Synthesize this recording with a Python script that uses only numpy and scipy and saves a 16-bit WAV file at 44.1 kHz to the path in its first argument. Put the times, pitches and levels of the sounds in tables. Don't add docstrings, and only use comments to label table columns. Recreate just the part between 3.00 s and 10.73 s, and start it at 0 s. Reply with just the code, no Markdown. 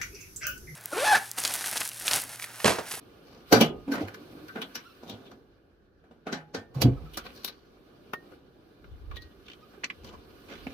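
import sys
import numpy as np
from scipy import signal
from scipy.io import wavfile

SR = 44100
rng = np.random.default_rng(int(sys.argv[2]) if len(sys.argv) > 2 else 0)


def persist_wave(psi):
    counts = np.round(np.clip(psi, -1, 1) * 32767).astype(np.int16)
    wavfile.write(sys.argv[1], SR, np.atleast_2d(counts).T)


N = 340893


# (time [s], rub level [dB], swish level [dB])
CLOTH = [(0.0, -54.5, -65.5), (0.45, -57, -65), (0.56, -64, -41), (0.71, -37, -70), (0.88, -58.5, -63),
         (1.38, -48.5, -60), (1.68, -59, -60), (1.89, -59.5, -62), (2.24, -52, -65), (2.47, -61.5, -76),
         (2.91, -67.5, -81), (3.72, -57, -73), (3.94, -56, -66.5), (4.35, -53, -59.5), (4.61, -59.5, -71),
         (5.34, -52.5, -66), (5.4, -59, -73), (5.81, -58, -70), (6.7, -57.5, -65), (7.25, -54, -64.5),
         (7.5, -55.5, -60), (7.73, -50, -59)]
# (frequency [Hz], density [dB per Hz])
RUB_SPECTRUM = [(90, -3.5), (130, -2.5), (210, -2.5), (330, 3), (480, -1.5), (710, -10), (1000, -29.5)]
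# (frequency [Hz], density [dB per Hz])
SWISH_SPECTRUM = [(900, -14.5), (1300, 5.5), (1750, -7.5), (3400, -3.5), (5500, -7.5), (8000, -30.5)]
# (frequency [Hz], density [dB per Hz])
CRISP_SPECTRUM = [(7000, -15), (9000, -7), (14500, -7.5), (16300, 1.5)]
CRISP_DB, SWISH_MEAN_DB, CRISP_FOLLOWS = -72, -62.5, 1.3

# (frequency [Hz], density [dB per Hz])
HUM_SPECTRUM = [(30, -10), (118, -3.5), (150, -4.5), (480, -10.5), (990, -39), (1430, -4), (1760, -33.5),
                (7500, -45), (16000, -47)]
HUM_DB = -67.5
# (frequency [Hz], left-right correlation [-1 to 1])
LIKENESS = [(60, 0.9), (240, 1), (950, 0.073), (3500, 0.0042)]

# (time [s], level [dB], t60 [s], left over right [dB])
RUMBLES = [(0.6, -47.5, 1.3, -2), (3.858, -31.5, 0.83, -2), (5.92, -44.5, 0.54, 7), (6.11, -40, 0.63, -4),
           (7.05, -48.5, 1.03, 4), (7.65, -56, 1.4, -17)]
BREEZE_DB, RUMBLE_BUILD_S = -68.5, 0.041

# (low [Hz], high [Hz], t60 factor [ratio], left-right correlation [-1 to 1], share of the pan [ratio])
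RANGES = [(164, 651, 1.18, 0.94, -.08), (981, 3440, 1.17, 0.12, 0.93), (3460, 6760, 0.69, 0.071, 0.9),
          (8990, 37000, 0.26, 0.19, 1)]
# (frequency [Hz], relative level [dB], t60 [s])
CASE_MODES = [(236, 2, .1), (270, -2, .15), (444, -3, .12), (493, -2, .1), (632, -2, .08), (1295, -9, .08),
              (1540, -11, .15), (2030, -12, .12), (2920, -11, .06), (3300, -9, .09), (4000, -9, .08),
              (4700, -9, .09), (5600, -9, .08), (747, -12, .2)]
# (time [s], treble left over right [dB], sizzle above tick [dB])
PLACE = [(0.501, 6.5, 1.5), (0.97, 1.5, 3), (2.301, 5.5, -4), (2.999, 7, -15.5), (3.601, 2.5, -12),
         (3.719, -4.5, 2), (4.101, -2, 6.5), (4.199, 3, 4), (5.2, 9.5, 7), (6.15, 4, 0.5), (6.451, 1, -15),
         (6.95, 0.5, -25), (7.03, 4, -3), (7.7, -1, -22)]

# (time [s], clatter level [dB],
# weight [dB], sharpness [dB], t60 [s], # pitch [Hz], swell [s])
SCRAPES = [(0.2985, -56, 9.5, -2.5, 0.89, 4860, 0.039), (0.66, -43.5, 14, 8, 0.16, 2830, 0.048),
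           (0.9491, -30, 8.5, -3, 0.21, 1340, 0.021), (0.978, -39.5, 16, -16, 0.11, 2000, 0.016),
           (1.019, -36, 10, -2, 0.2, 890, 0.011), (1.082, -42, 2, -3, 0.18, 1520, 0.0082),
           (1.147, -43.5, -21, -0.5, 0.086, 1630, 0.0059), (1.492, -44.5, -13, -20, 0.1, 1430, 0.007),
           (2.0292, -60, 19.5, 7, 0.91, 1320, 0.0024), (2.0992, -43.5, 9, 7.5, 0.22, 3400, 0.018),
           (2.256, -52.5, -3, -0.5, 0.19, 3450, 0.011), (2.3184, -52, 11.5, 0.5, 0.11, 1300, 0.0088),
           (3.855, -39.5, 15.5, -5, 0.2, 304, 0.014), (4.14, -46, -22, 3, 0.44, 3170, 0.01),
           (4.255, -35.5, -1.5, -6.5, 0.17, 4270, 0.006), (4.3514, -54, -4, 6.5, 1, 4470, 0.0027),
           (4.479, -38.5, -5, 5, 0.15, 3800, 0.023), (5.3191, -55, 10.5, -11, 0.085, 1330, 0.022),
           (6.17, -29, -15, -4, 0.02, 3670, 0.0073), (6.225, -56.5, -12, 6, 0.2, 4070, 0.017),
           (6.466, -44.5, -10, 0, 0.04, 3270, 0.0057), (6.745, -54, 6.5, -6, 0.17, 1340, 0.015),
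           (7.0794, -49.5, 8.5, 3, 0.15, 3140, 0.06), (7.1386, -48, 6, -3.5, 0.11, 990, 0.041),
           (7.5287, -38, -2.5, -9, 0.21, 890, 0.061), (7.59, -53.5, -3, 3, 0.2, 3200, 0.038),
           (7.705, -50, 9.5, 2, 0.14, 2570, 0.014)]
# (time [s], clatter level [dB], weight [dB], sharpness [dB], t60 [s], pitch [Hz])
BLOWS = [(0.5273, -15.5, 12.5, 3, 0.24, 1390), (0.612, -13, 6.5, -2.5, 0.14, 3046),
         (0.881, -53, 20, -18, 1, 1440), (0.9202, -32, -1, -2.5, 0.24, 1550),
         (1.5596, -35.5, 7.5, -25, 0.34, 1480), (1.6191, -27, -31.5, -4.5, 0.089, 3300),
         (1.7548, -33, -9, 3.5, 0.19, 5370), (3.0402, -62.5, 10, -14, 0.25, 1290),
         (3.1122, -59, 13.5, -12.5, 0.2, 1246), (3.27, -35, 4.5, -13.5, 0.33, 1375),
         (3.3283, -30.5, 5, 2, 0.2, 1620), (3.5477, -33, 8, 3, 0.19, 1506),
         (3.7484, -46.5, 12, -2, 0.9, 1044), (3.8194, -24.5, 7, 7, 0.08, 2920)]
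# (time [s], clatter level [dB], weight [dB], sharpness [dB],
# t60 [s], pitch [Hz])
SNAPS = [(1.483, -48.5, -14, 3.5, 0.03, 4760), (4.1728, -31, 2, 3, 0.13, 1300),
         (4.4465, -30.5, -3.5, 7.5, 0.025, 3300), (5.1352, -24.5, -1.5, -16.5, 0.014, 1144),
         (5.843, -50.5, 1.5, -21, 0.045, 1355), (6.1125, -41.5, -2.5, -19, 0.23, 1124),
         (6.8368, -28.5, -5.5, -19, 0.073, 1970), (6.8432, -28, -20, 1, 0.02, 2570),
         (6.9015, -28, -18, -14.5, 0.015, 2130), (7.0449, -47.5, 5, 1.5, 0.12, 1040),
         (7.669, -38, 6.5, -10, 0.027, 2340)]
BLOW_BUILD_S, SNAP_BUILD_S = 0.0045, 0.0016
SLIPS_PER_S, SLIP_S = 320, 0.0015

# (time [s], frequency [Hz], level [dB], t60 [s])
THUMPS = [(0.544, 121, -23.5, 0.41), (0.629, 159, -26, 0.31), (0.883, 264, -24, 0.02),
          (0.897, 271, -21.5, 0.081), (0.922, 264, -23.5, 0.084), (1.015, 302, -23.5, 0.085),
          (1.038, 101.6, -33, 0.22), (1.212, 300, -42.5, 0.13), (1.306, 316, -45, 0.092),
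          (1.36, 283, -42, 0.11), (1.436, 308, -43, 0.17), (2.139, 110, -44.5, 0.22),
          (3.351, 160, -43, 0.5), (3.588, 105, -42.5, 0.14), (3.767, 130, -22, 0.3),
          (3.827, 211, -30, 0.26), (3.851, 122, -9, 0.16), (3.884, 131, -17, 0.16),
          (3.925, 127.5, -23.5, 0.16), (4.048, 151, -41.5, 0.28), (7.046, 111, -42, 0.06),
          (7.668, 264, -33.5, 0.13)]
GENTLE_DB, THUMP_BUILD_SHARE, HARD_BUILD_S = -36, 0.078, 0.0045

# (time [s], frequency [Hz], level [dB], t60 [s])
STEEL = [(0.62, 1233, -46.5, 0.75), (0.622, 2800, -57, 0.68), (3.335, 834, -51, 0.83),
         (3.335, 1780, -46.5, 0.23), (3.553, 1806, -48.5, 0.4), (5.139, 1845, -35, 0.17),
         (6.168, 1890, -45, 0.31)]
# (time of the middle [s], frequency [Hz], level [dB], length [s], overtone level [dB])
SQUEAKS = [(1.867, 1330, -49.5, 0.033, -12.5), (1.908, 1363, -58, 0.045, -6),
           (3.98, 1289, -50.5, 0.025, -21.5), (4.074, 1280, -52.5, 0.027, -45.5),
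           (6.636, 1210, -52, 0.025, -15), (6.782, 401, -43.5, 0.014, -16)]
SQUEAK_SAG_PER_S = 0.32
TONE_BALANCE_DB = np.array([[-1.5], [1.5]])

RATCHET_S, RATCHET_GAP_S = 6.4835, 0.0167
RATCHET_DB, RATCHET_LOSS_DB = -41, 0.8
RATCHET_WEIGHT_DB, RATCHET_SHARP_DB, RATCHET_T60_S, RATCHET_HZ = -10, -4, 0.022, 3200

MIC_DIP_HZ, MIC_DIP_SHARE, CUTOFF_HZ = 6930, 0.5, 16600


def amp(db):
    return 10 ** (np.asarray(db) / 20)


def rms_one(x):
    return x / np.sqrt(np.mean(x ** 2) + 1e-20)


def in_time(rows):
    s, *columns = np.transpose(rows)
    return [np.interp(np.arange(N) / SR, s, c) for c in columns]


def at_hz(points, hz):
    table_hz, values = np.array(points).T
    return np.interp(np.log(hz), np.log(table_hz), values)


def band(x, low_hz, high_hz, order=2):
    edges = [low_hz, min(high_hz, .45 * SR)]
    return signal.sosfilt(signal.butter(order, edges, "band", fs=SR, output="sos"), x)


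def drift(rate):
    step = 40
    r = np.exp(-2 * np.pi * rate * step / SR)
    white = rng.standard_normal(N // step + 2002)
    slow = signal.lfilter([1], [1, -2 * r, r * r], white)[2000:]
    return np.interp(np.arange(N) / step, np.arange(len(slow)), rms_one(slow))


def ring(x, hz, t60):
    r, w = amp(-60 / (t60 * SR)), 2 * np.pi * hz / SR
    drive = np.sqrt((1 - r * r) / 2) * np.array([1, 0, -1])
    return signal.lfilter(drive, [1, -2 * r * np.cos(w), r * r], x + 1e-18)


def envelope(t, build, t60):
    rise = t / max(build, 1e-4)
    decay = -np.log(1000) * t / max(t60, .005)
    return np.exp(np.where(t < 0, rise, decay))


def stereo(mid, side, alike):
    alike = np.clip(alike, -1, 1)
    return (np.sqrt(1 + alike) * mid + np.sqrt(1 - alike) * side * [[1], [-1]]) / np.sqrt(2)


def coloured(spectrum, patchy_db, grain_db):
    low_hz, top_hz = spectrum[0][0], spectrum[-1][0]
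    edges = np.geomspace(low_hz, top_hz, int(3 * np.log2(top_hz / low_hz)) + 2)
    out, together = 0, drift(27)
    white = rng.standard_normal((2, 2, N)) * amp(grain_db * drift(150))
    for k, (low, high) in enumerate(zip(edges, edges[1:])):
        mid, side = band(white[k % 2], low, high)
        hz = np.sqrt(low * high)
        gain = amp(at_hz(spectrum, hz) + patchy_db * (0.5 * together + drift(15)))
        out = out + gain * stereo(mid, side, at_hz(LIKENESS, hz))
    return rms_one(out)


def jacket():
    rub_db, swish_db = in_time(CLOTH)
    crisp_db = CRISP_DB + CRISP_FOLLOWS * (swish_db - SWISH_MEAN_DB)
    cloth = amp(rub_db) * coloured(RUB_SPECTRUM, patchy_db=0.5, grain_db=-0.5)
    cloth += amp(swish_db) * coloured(SWISH_SPECTRUM, patchy_db=1.5, grain_db=0.0)
    cloth += amp(crisp_db) * coloured(CRISP_SPECTRUM, patchy_db=1.0, grain_db=0.0)
    return cloth


def nearby(x, echo_db=0.5, low_hz=900):
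    size, t60_s = 8192, .06
    echoes = band(rng.standard_normal((2, size)), low_hz, SR / 2)
    echoes = echoes * envelope(np.arange(size) / SR, 1, t60_s)
    echoes = echoes / np.sqrt(np.sum(echoes ** 2, axis=1, keepdims=True))
    return x + amp(echo_db) * signal.fftconvolve(x, echoes, axes=1)[:, :N]


def hum():
    return amp(HUM_DB) * coloured(HUM_SPECTRUM, patchy_db=-1.0, grain_db=1.0)


def wind():
    t = np.arange(N) / SR
    mid, side = band(rng.standard_normal((2, N)), 39, 85, order=3) * amp(1.2 * drift(12))
    level = amp(BREEZE_DB)
    for s, level_db, t60, pan_db in RUMBLES:
        gains = amp([[level_db + pan_db / 2], [level_db - pan_db / 2]])
        level = level + gains * envelope(t - s, RUMBLE_BUILD_S, t60)
    return level * rms_one(stereo(mid, side, 0.56))


def stick_slip(slip):
    caught = (rng.random(N) < SLIPS_PER_S / SR) * rng.exponential(1, N)
    catches = signal.lfilter([1], [1, -np.exp(-1 / (SLIP_S * SR))], caught)
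    return rms_one(1 + slip * catches)


def contacts(rows, ring_db, crack_db, chatter_db, slip=0, crest_db=11.5, crack_t60=0.021,
             lag_per_db=4.0, centre_db=-4.0):
    size, lead = 16384, 2048
    t, out = (np.arange(size) - lead) / SR, np.zeros((2, N))
    place_s, *place = np.transpose(PLACE)
    touches = drift(260)
    slips = stick_slip(slip)
    for k, (low_hz, high_hz, longer, alike, pan_share) in enumerate(RANGES):
        shake = np.zeros((2, N + size))
        for s, clatter, weight, sharp, t60, centre_hz, build in rows:
            pan, sizzle = (np.interp(s, place_s, c) for c in place)
            range_db = clatter + (weight, 0, sharp, sharp + sizzle)[k]
            force = amp(range_db) * np.sqrt(SR / 2 / (high_hz - low_hz))
            rattle = envelope(t, build, t60 * longer)
            crack = amp(crack_db) * envelope(t, build / 2, crack_t60)
            noise = stereo(*rng.standard_normal((2, size)), alike)
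            if low_hz < centre_hz * 1.1 and centre_hz < high_hz * 1.1:
                noise = (noise + amp(centre_db) * ring(noise, centre_hz, 13.0 / centre_hz)) / 2
            left, right = noise * (rattle + crack) * force
            i = round(s * SR) - lead
            lag = round(lag_per_db * pan_share * np.clip(pan, -8, 8))
            shake[0, i:i + size] += left * amp(pan_share * pan / 2)
            shake[1, i + lag:i + lag + size] += right * amp(-pan_share * pan / 2)
        chatter = chatter_db * (touches + drift(24.0) / 2)
        shake = shake[:, :N] * amp(chatter - crest_db) + 1e-18
        shake = shake * (slips if k else 1)
        out += band(shake, low_hz, high_hz, order=3)
        for hz, level_db, t60 in CASE_MODES:
            if ring_db is not None and low_hz <= hz * 1.05 and hz < high_hz * 1.25:
                spot = amp(level_db + ring_db + 3.5 * drift(5))
                out += ring(shake * spot, hz, t60) * np.sqrt((high_hz - low_hz) / SR)
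    return out


def struck(rows, build):
    return [(*row, build) for row in rows]


def scrapes():
    return contacts(SCRAPES, centre_db=1.5, ring_db=-5.0, crack_db=-24.5, chatter_db=1.5, slip=1.4)


def blows():
    return contacts(struck(BLOWS, BLOW_BUILD_S), ring_db=-3.5, crack_db=-1.5, chatter_db=1.0)


def thumps():
    t, out = np.arange(N) / SR, np.zeros(N)
    waver = np.cumsum(1 + .025 * drift(12)) / SR
    for s, hz, level_db, t60 in THUMPS:
        build = THUMP_BUILD_SHARE * t60 if level_db < GENTLE_DB else HARD_BUILD_S
        near = abs(t - s) < 2 * t60
        phase = 2 * np.pi * hz * (waver[near] - waver[round(s * SR)])
        out[near] += amp(level_db) * envelope(t[near] - s, build, t60) * np.sin(phase)
    return out * amp(1.5 * drift(30))


def steel():
    t, out = np.arange(N) / SR, np.zeros(N)
    for s, hz, level_db, t60 in STEEL:
        near = (t > s) & (t < s + 2 * t60)
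        age = t[near] - s
        out[near] += amp(level_db - 60 * age / t60) * np.sin(2 * np.pi * hz * age)
    return out * amp(TONE_BALANCE_DB)


def snaps():
    rows = struck(SNAPS + ratchet(), SNAP_BUILD_S)
    return contacts(rows, ring_db=None, crack_db=4.5, chatter_db=-1.0)


def squeaks():
    t, out = np.arange(N) / SR, np.zeros(N)
    waver = np.cumsum(1 + 0.027 * drift(65.0)) / SR
    for s, hz, level_db, length, upper_db in SQUEAKS:
        near = abs(t - s) < 2 * length
        age = t[near] - s
        phase = 2 * np.pi * hz * (waver[near] - SQUEAK_SAG_PER_S * age ** 2 / 2)
        overtones = sum(np.sin(k * phase) for k in (2, 3, 4))
        tone = np.sin(phase) + amp(upper_db) * overtones
        out[near] += amp(level_db) * np.exp(-(age / length * 2) ** 2) * tone
    return out * amp(TONE_BALANCE_DB)


def ratchet():
    tone = RATCHET_WEIGHT_DB, RATCHET_SHARP_DB, RATCHET_T60_S, RATCHET_HZ
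    return [(RATCHET_S + k * RATCHET_GAP_S, RATCHET_DB - k * RATCHET_LOSS_DB, *tone) for k in range(4)]


def scene():
    echoing = nearby(jacket() + scrapes() + blows() + snaps())
    direct = hum() + wind() + thumps() + steel() + squeaks()
    return (echoing + direct) * amp([[-.6], [.6]])


def record(dry):
    dry = dry - MIC_DIP_SHARE * band(dry, MIC_DIP_HZ / 1.75, MIC_DIP_HZ * 1.7, order=1)
    rounded = .98 * np.tanh(dry / .98)
    return signal.sosfilt(signal.cheby2(12, 70, CUTOFF_HZ, fs=SR, output="sos"), rounded)


dry = scene()
out = record(dry)
persist_wave(out)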